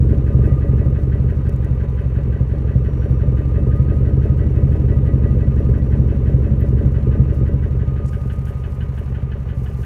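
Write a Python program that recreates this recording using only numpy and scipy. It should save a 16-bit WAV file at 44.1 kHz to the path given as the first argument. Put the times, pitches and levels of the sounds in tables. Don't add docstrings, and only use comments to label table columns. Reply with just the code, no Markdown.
import sys
import numpy as np
from scipy import signal
from scipy.fft import rfft, irfft, next_fast_len
from scipy.io import wavfile
from scipy.ndimage import uniform_filter1d

SR = 44100
rng = np.random.default_rng(int(sys.argv[2]) if len(sys.argv) > 2 else 0)


def dump(signal):
    limited = np.clip(np.atleast_2d(signal).T, -1, 1)
    pcm = np.round(limited * 32767).astype(np.int16)
    wavfile.write(sys.argv[1], SR, pcm)


N = 434385
TIME = np.arange(N) / SR

# cycle_fraction, thump_db, unevenness_factor, then bark_db at each BARK_HZ
CYLINDERS = [(0.014, 4.5, 1.4, 2.5, -2, -11.5, 8.5, -4), (0.157, 4, 1.8, 1.5, 0, -11, -13, -18),
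             (0.2852, 0.5, 2.7, 1.5, -2, 3.5, -2.5, -18), (0.3879, -2.5, 1.5, -10.5, -16.5, -6.5, 9.5, -8),
             (0.5337, 4, 1.6, -5, -5.5, 2.5, -24.5, -16), (0.6408, 4, 0.9, 3.5, 2, -19, -6, 0.5),
             (0.765, 2, 1.2, -9.5, -6, 8, -6.5, 10.5), (0.9026, -1, 2.8, 4.5, -4, -10, -4, -4.5)]
# time_s, gain_db
FACING = [(0, -1), (1.5, -5), (4.8, 0), (5.4, 3.5), (7.2, 3), (8, -5)]


def exhaust(cycles, jitter_s=.0002):
    place, thump_db, unevenness = np.transpose(CYLINDERS)[:3]
    times, cylinder = each_cycle(cycles, place)
    burn = burns(times) * unevenness[cylinder]
    lateness, steepness = np.tanh(rng.standard_normal((len(times), 2))).T
    times = times + jitter_s * lateness
    thump = bank_pipes(times, cylinder, thump_db[cylinder], burn)
    boom, growl, bark = tailpipe(times, cylinder, burn, steepness)
    return (levelled(thump) * outlet_gain(near_db=-13, doubling_loss_db=4.67)
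            + levelled(boom) * outlet_gain(near_db=-30, doubling_loss_db=7.9) * gain_of(curve(FACING))
            + levelled(growl) * outlet_gain(near_db=-31.5, doubling_loss_db=8.8)
            + levelled(bark) * outlet_gain(near_db=-32.5, doubling_loss_db=5.34))


# time_s, strength (ordinary firings stay within -1 to 1)
HARD_BURNS = [(.35, 1), (.525, 0.95), (2.17, 1.7), (2.41, 1.5), (2.76, 2.1), (3.11, 1.2), (3.8, 1.1),
              (6.0, .8), (6.34, 1.5), (7.2, 1.9)]


def burns(times, rebound=0.65, shared=0.15):
    count = len(CYLINDERS)
    chance = rng.standard_normal((len(times) // count + 1, count + 1))
    chance = (chance[:, 1:] + shared * chance[:, :1]) / np.hypot(1, shared)
    alternating = signal.lfilter([np.sqrt(1 - rebound ** 2)], [1, rebound], chance, axis=0)
    burn = np.tanh(alternating).ravel()[:len(times)]
    hard_s, strength = np.transpose(HARD_BURNS)
    hard = abs(times - hard_s[:, None]).argmin(axis=1)
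    burn[hard - count] = -rebound * strength
    burn[hard] = strength
    return burn


CYLINDER_BANK = [0, 1, 0, 0, 1, 0, 1, 1]
# pitch_hz, width_hz, level_db, polarity
BANK_MODES = [
    [(54.17, 20.8, -20.5, -1), (58.87, 20.67, -17, 1), (129.8, 19.7, -27, -1), (145.8, 4.9, -28.5, 1),
     (169.4, 67, -41, -1)],
    [(55, 44, -29.5, 1), (84.86, 6.6, -26.5, -1), (106, 7, -45.5, -1), (151.3, 44, -43, -1),
     (217.9, 19, -43, -1)],
]


def bank_pipes(times, cylinder, thump_db, burn, burn_db_per_hz=.018, lopsided=0.03):
    thump = np.zeros(N)
    for bank, modes in enumerate(BANK_MODES):
        fires = np.array(CYLINDER_BANK)[cylinder] == bank
        for hz, width_hz, db, polarity in modes:
            train = clicks(times, fires * gain_of(db + thump_db + burn_db_per_hz * hz * burn))
            thump += polarity * resonate(train, hz, width_hz)
    thump = evened(cut(thump, 21, "high"))
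    thump = cut(thump + lopsided * thump ** 2, 260, "low", order=2)
    return coloured(thump, [(22, -40.5), (31, -24), (42, 0), (250, -0.5), (400, -15.5)])


BARK_HZ = [220, 300, 410, 500, 575]
# pitch_hz, width_hz, level_db, muffler_delay_s
TAILPIPE_MODES = [(210.7, 44, 7.5, .003), (303.6, 58, -5, 0.0012), (328.3, 73, -7, 0.006084),
                  (385.7, 55, -1.5, 0.001), (436.4, 55.6, -2.5, .002), (486, 58.7, -7, .004),
                  (564.8, 31.4, -6.5, 0.0011), (654.6, 45, -20, .002)]


def tailpipe(times, cylinder, burn, steepness, lead_s=0.00622, gas_decay_s=0.032, gas_share=.016):
    burn_db, steepness_db = 1.45, .9
    gas = rng.standard_normal(N)
    rings = []
    for hz, width_hz, db, delay_s in TAILPIPE_MODES:
        bark_db = np.array([np.interp(hz, BARK_HZ, row[3:]) for row in CYLINDERS])
        sizes = gain_of(db + bark_db[cylinder] + burn_db * burn + steepness_db * steepness)
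        fronts = clicks(times - lead_s + delay_s, sizes)
        gas_puffs = gas_share * dying(fronts, gas_decay_s) * gas
        rings.append(resonate_twice(fronts + gas_puffs, hz, width_hz))
    return rings[0], sum(rings[1:3]), sum(rings[3:])


BAY_DB = -51.5
# frequency_hz, level_db
HISS_SPECTRUM = [(500, -0.5), (800, -0.5), (1100, -3.5), (1350, -6.5), (1800, -9), (2150, -11),
                 (2650, -13.5), (3000, -16), (3400, -23.5), (4400, -27), (4850, -33.5), (6200, -29.5),
                 (8000, -37), (15500, -41)]
# pitch_hz, width_hz, level_db
BAY_RINGS = [(998, 7, -10), (1510, 16, -17), (1690, 22, -18), (1927, 14, -16), (2228, 7, -18.5),
             (2628, 8, -21.5), (2800, 50, -23), (3680, 70, -28), (3810, 40, -30), (4230, 40, -29.5),
             (4410, 30, -29.5)]
# time_s, share
BESIDE_ARCH = [(7.6, 0), (8.3, 1)]


def engine_bay(hiss_db=4, wash_db=-3, flutter_db=1.5, ring_swell_db=1, shadow_db=-4):
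    hiss = evened(coloured(rng.standard_normal(N), HISS_SPECTRUM)) * gain_of(flutter_db * drift(53))
    wash_spectrum = [(20, 0), (300, 2.5), (750, -5), (1100, -3), (1400, -8.5), (3000, -41)]
    wash = evened(coloured(rng.standard_normal(N), wash_spectrum))
    rings = np.zeros(N)
    for hz, width_hz, db in BAY_RINGS:
        swell = gain_of(db + ring_swell_db * drift(0.78))
        ring = resonate(rng.standard_normal(N), hz, width_hz)
        rings += swell * evened(resonate(ring, hz, 4 * width_hz))
    underside = (gain_of(wash_db) * wash + rings) * gain_of(shadow_db * curve(BESIDE_ARCH))
    return (gain_of(hiss_db) * hiss + underside) * gain_of(BAY_DB)


# cycle_fraction, level_db
CHUFFS = [(0.516, 2.5), (.585, 2.5), (0.661, -3), (0.719, -7.5), (0.779, -7.5), (.825, -9)]
# pitch_hz, width_hz, level_db, arch_extra_db, bumper_extra_db
CHUFF_MODES = [(1567, 190, 1.5, 1, -2.5), (1684, 170, -0.5, 1, 2.5), (1856, 140, 0, -3.5, 0.5),
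               (1947, 21, 4, -4, 6), (2610, 730, -16, 6, -2), (2583, 47, -6.5, -3, 1),
               (2894, 230, -16.5, 9.5, -1), (3050, 80, -16, 3, 0.5), (4170, 160, -24.5, 0, 2.5)]
# start_s, length_s
UNDER_BUMPER = [(0, 1.1), (4.389, 1.7)]


def chuffs(cycles, trim_db=-2, rise_s=0.0035, decay_s=0.0065, uneven_db=1, accent_db=7, bumper_db=1):
    place, chuff_db = np.transpose(CHUFFS)
    times, chuff = each_cycle(cycles, place)
    beside = curve(BESIDE_ARCH)
    under = sum(stroke(*lean) for lean in UNDER_BUMPER)
    accent = np.interp(times, TIME, beside) * (chuff == 0)
    sizes = gain_of(chuff_db[chuff] + accent_db * accent + uneven_db * rng.standard_normal(len(times)))
    air = puffs(dying(clicks(times, sizes), rise_s), decay_s)
    ring = sum(gain_of(db + arch_extra_db * beside + bumper_extra_db * under)
               * resonate_twice(air, hz, width_hz)
               for hz, width_hz, db, arch_extra_db, bumper_extra_db in CHUFF_MODES)
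    return levelled(ring) * gain_of(BAY_DB + trim_db + bumper_db * under)


# pitch_hz, width_hz, level_db
WHINE_MODES = [(1231, 22, -1), (1196, 20, -9)]
# start_s, length_s, boost_db
WHINE_SWELLS = [(0, 1.1, 7), (2.911, 1.6, 6.5), (4.49, 1.47, 5), (7.02, 0.25, 11), (7.3, 0.19, 5),
                (7.702, 0.56, 10.5), (8.148, 0.69, 7.5)]


def belt_whine(cycles, base_db=-57, periods_per_turn=104, waver_hz=10, flutter=.6, wander_db=1.3):
    periods = 2 * periods_per_turn * cycles + np.cumsum(waver_hz * drift(25)) / SR
    rub = np.sin(2 * np.pi * periods) * (1 + flutter * drift(45))
    whine = sum(gain_of(db) * resonate(rub, hz, width_hz) for hz, width_hz, db in WHINE_MODES)
    return levelled(whine) * gain_of(base_db + wander_db * drift(3) + swells_db(WHINE_SWELLS))


# start_s, level_db
GRIT = [(1.467, -48), (1.494, -34), (1.528, -44), (1.562, -40), (1.6467, -37), (5.5623, -45), (6.3415, -48),
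        (6.686, -42), (8.3913, -38), (8.4542, -35)]
# start_s, length_s, centre_hz, width_hz, level_db
SCUFFS = [(6.603, 0.013, 13600, 1840, -53), (8.057, 0.012, 6800, 5000, -53),
          (8.07, 0.033, 6500, 5000, -53.5), (8.313, 0.04, 9000, 9000, -59), (8.44, 0.088, 10500, 9050, -61),
          (8.975, 0.041, 10200, 9000, -61)]
# start_s, length_s, level_db
SHUFFLES = [(7.987, 0.4, -66), (8.19, 1, -70.5), (8.923, 0.17, -73), (9.398, 1, -60.5)]


def fizz_and_sand(floor_db=-78, grains_per_s=4000, spread_db=-5.5, clump_db=2.3, grit_trim_db=-6):
    spectrum = [(2000, -25), (4800, 0), (6300, 1), (8000, -2.5), (9500, 1), (10500, -5.5),
                (12000, -0.5), (15500, -8.5)]
    sizes = gain_of(spread_db * np.minimum(rng.exponential(1, N), 5))
    grains = sizes * (rng.random(N) < grains_per_s / SR)
    rustle = evened(coloured(puffs(grains, decay_s=0.0015), spectrum))
    fizz_gain = outlet_gain(near_db=-69, doubling_loss_db=4.9)
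    feet_gain = gain_of(floor_db) * curve(BESIDE_ARCH)
    feet_gain += sum(gain_of(db) * stroke(start_s, length_s) ** 2 for start_s, length_s, db in SHUFFLES)
    sound = rustle * (fizz_gain + feet_gain) * gain_of(clump_db * drift(24))
    grit_s, grit_db = np.transpose(GRIT)
    cracks = clicks(grit_s, gain_of(grit_db + grit_trim_db))
    sound += coloured(puffs(cracks, decay_s=.0022), spectrum)
    for start_s, length_s, hz, width_hz, db in SCUFFS:
        scuff = evened(resonate_twice(rng.standard_normal(N), hz, width_hz))
        sound += gain_of(db) * stroke(start_s, length_s) * scuff
    return sound


# cycle_fraction, level_db
VALVE_TICKS = [(0.029, 1), (0.654, -4.5)]


def valves(cycles, level_db=-73.5, uneven_db=1, decay_s=.004):
    place, tick_db = np.transpose(VALVE_TICKS)
    times, valve = each_cycle(cycles, place)
    sizes = gain_of(tick_db[valve] + uneven_db * rng.standard_normal(len(times)))
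    ticks = puffs(clicks(times, sizes), decay_s)
    spectrum = [(1200, -12), (2500, -3.5), (4300, -1.5), (5000, -9.5), (6500, -9), (9500, -15),
                (15000, -21)]
    return gain_of(level_db) * evened(coloured(ticks, spectrum))


# start_s, length_s, boost_db
PUMP_SWELLS = [(2.6, 0.85, 6), (4, 0.76, 6.5), (5.302, 1.3, 6.5), (7.75, .2, 11)]


def fuel_pump(pitch_hz=5731, waver_hz=6, base_db=-81, flutter_db=2.5, wander_db=1.5, shadow_db=-4):
    whistle = np.sin(2 * np.pi * np.cumsum(pitch_hz + waver_hz * drift(30)) / SR)
    whistle *= gain_of(flutter_db * drift(8.3) + wander_db * drift(1.5) + shadow_db * curve(BESIDE_ARCH))
    return evened(whistle) * gain_of(base_db + swells_db(PUMP_SWELLS))


# time_s, distance_m
OUTLET_DISTANCE = [(0, 0.26), (.5, 0.28), (1.15, 0.39), (1.9, 0.55), (2.7, 0.44), (3.8, 0.32), (5.1, 0.3),
                   (6.0, 0.33), (7.25, 0.32), (7.8, 0.48), (8.45, 1), (9.85, 1)]


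def outlet_gain(near_db, doubling_loss_db, near_m=.3):
    return gain_of(near_db - doubling_loss_db * np.log2(curve(OUTLET_DISTANCE) / near_m))


def each_cycle(cycles, places):
    marks = (np.arange(int(cycles[-1]) + 1)[:, None] + places).ravel()
    which = np.arange(len(marks)) % len(places)
    inside = marks < cycles[-1]
    return np.interp(marks[inside], cycles, TIME), which[inside]


def gain_of(db):
    return 10 ** (np.asarray(db) / 20)


def evened(x):
    return x / np.sqrt(np.mean(x ** 2) + 1e-20)


def levelled(x):
    power = uniform_filter1d(uniform_filter1d(x ** 2, size=22600), size=15000)
    return x / np.sqrt(power + 1e-20)


def curve(points):
    return np.interp(TIME, *np.transpose(points))


def stroke(start_s, length_s):
    inside = (TIME > start_s) & (TIME < start_s + length_s)
    return inside * np.sin(np.pi * (TIME - start_s) / length_s)


def swells_db(rows):
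    return sum(db * stroke(start_s, length_s) for start_s, length_s, db in rows)


def drift(top_hz):
    coarse_s = TIME[::100]
    bins_hz = np.fft.rfftfreq(len(coarse_s), coarse_s[1])
    spectrum = rfft(rng.standard_normal(len(coarse_s))) * (bins_hz < top_hz)
    return evened(np.interp(TIME, coarse_s, irfft(spectrum, len(coarse_s))))


def coloured(x, spectrum):
    hz, db = np.transpose(spectrum)
    size = next_fast_len(N)
    bins_hz = np.fft.rfftfreq(size, 1 / SR)
    gain = gain_of(np.interp(np.log(bins_hz + 1), np.log(hz + 1), db))
    return irfft(rfft(x, size) * gain, size)[:N]


def resonate(x, hz, width_hz):
    return signal.lfilter(*signal.iirpeak(hz, hz / width_hz, SR), x)


def resonate_twice(x, hz, width_hz):
    return resonate(resonate(x, hz, width_hz), hz, width_hz)


def cut(x, hz, kind, order=4):
    return signal.sosfilt(signal.butter(order, hz, kind, fs=SR, output="sos"), x)


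def clicks(times, sizes):
    at = np.round(times * SR).astype(int)
    inside = (at >= 0) & (at < N)
    return np.bincount(at[inside], sizes[inside], N)


def dying(train, decay_s):
    return signal.lfilter([1], [1, -np.exp(-1 / (decay_s * SR))], train + 1e-18)


def puffs(train, decay_s):
    return dying(train, decay_s) * rng.standard_normal(N)


# time_s, crankshaft_rpm
IDLE_SPEED = [(0, 697.2), (.64, 700.5), (1.38, 716.8), (1.74, 685.9), (3.45, 689.3), (3.75, 709.9),
              (4.41, 725), (5.79, 691), (7.83, 710.5), (8.75, 711.4), (9.85, 690.5)]


def scene():
    cycles = np.cumsum(curve(IDLE_SPEED)) / (2 * 60 * SR)
    engine = exhaust(cycles) + engine_bay() + chuffs(cycles) + valves(cycles) + belt_whine(cycles)
    return (engine + fuel_pump() + fizz_and_sand())[None]


def record(dry):
    edge_hz = 15850
    lowpass = signal.firwin(511, edge_hz, window=("kaiser", 9), fs=SR)
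    return signal.oaconvolve(dry, lowpass[None], "same")


dry = scene()
out = record(dry)
dump(out)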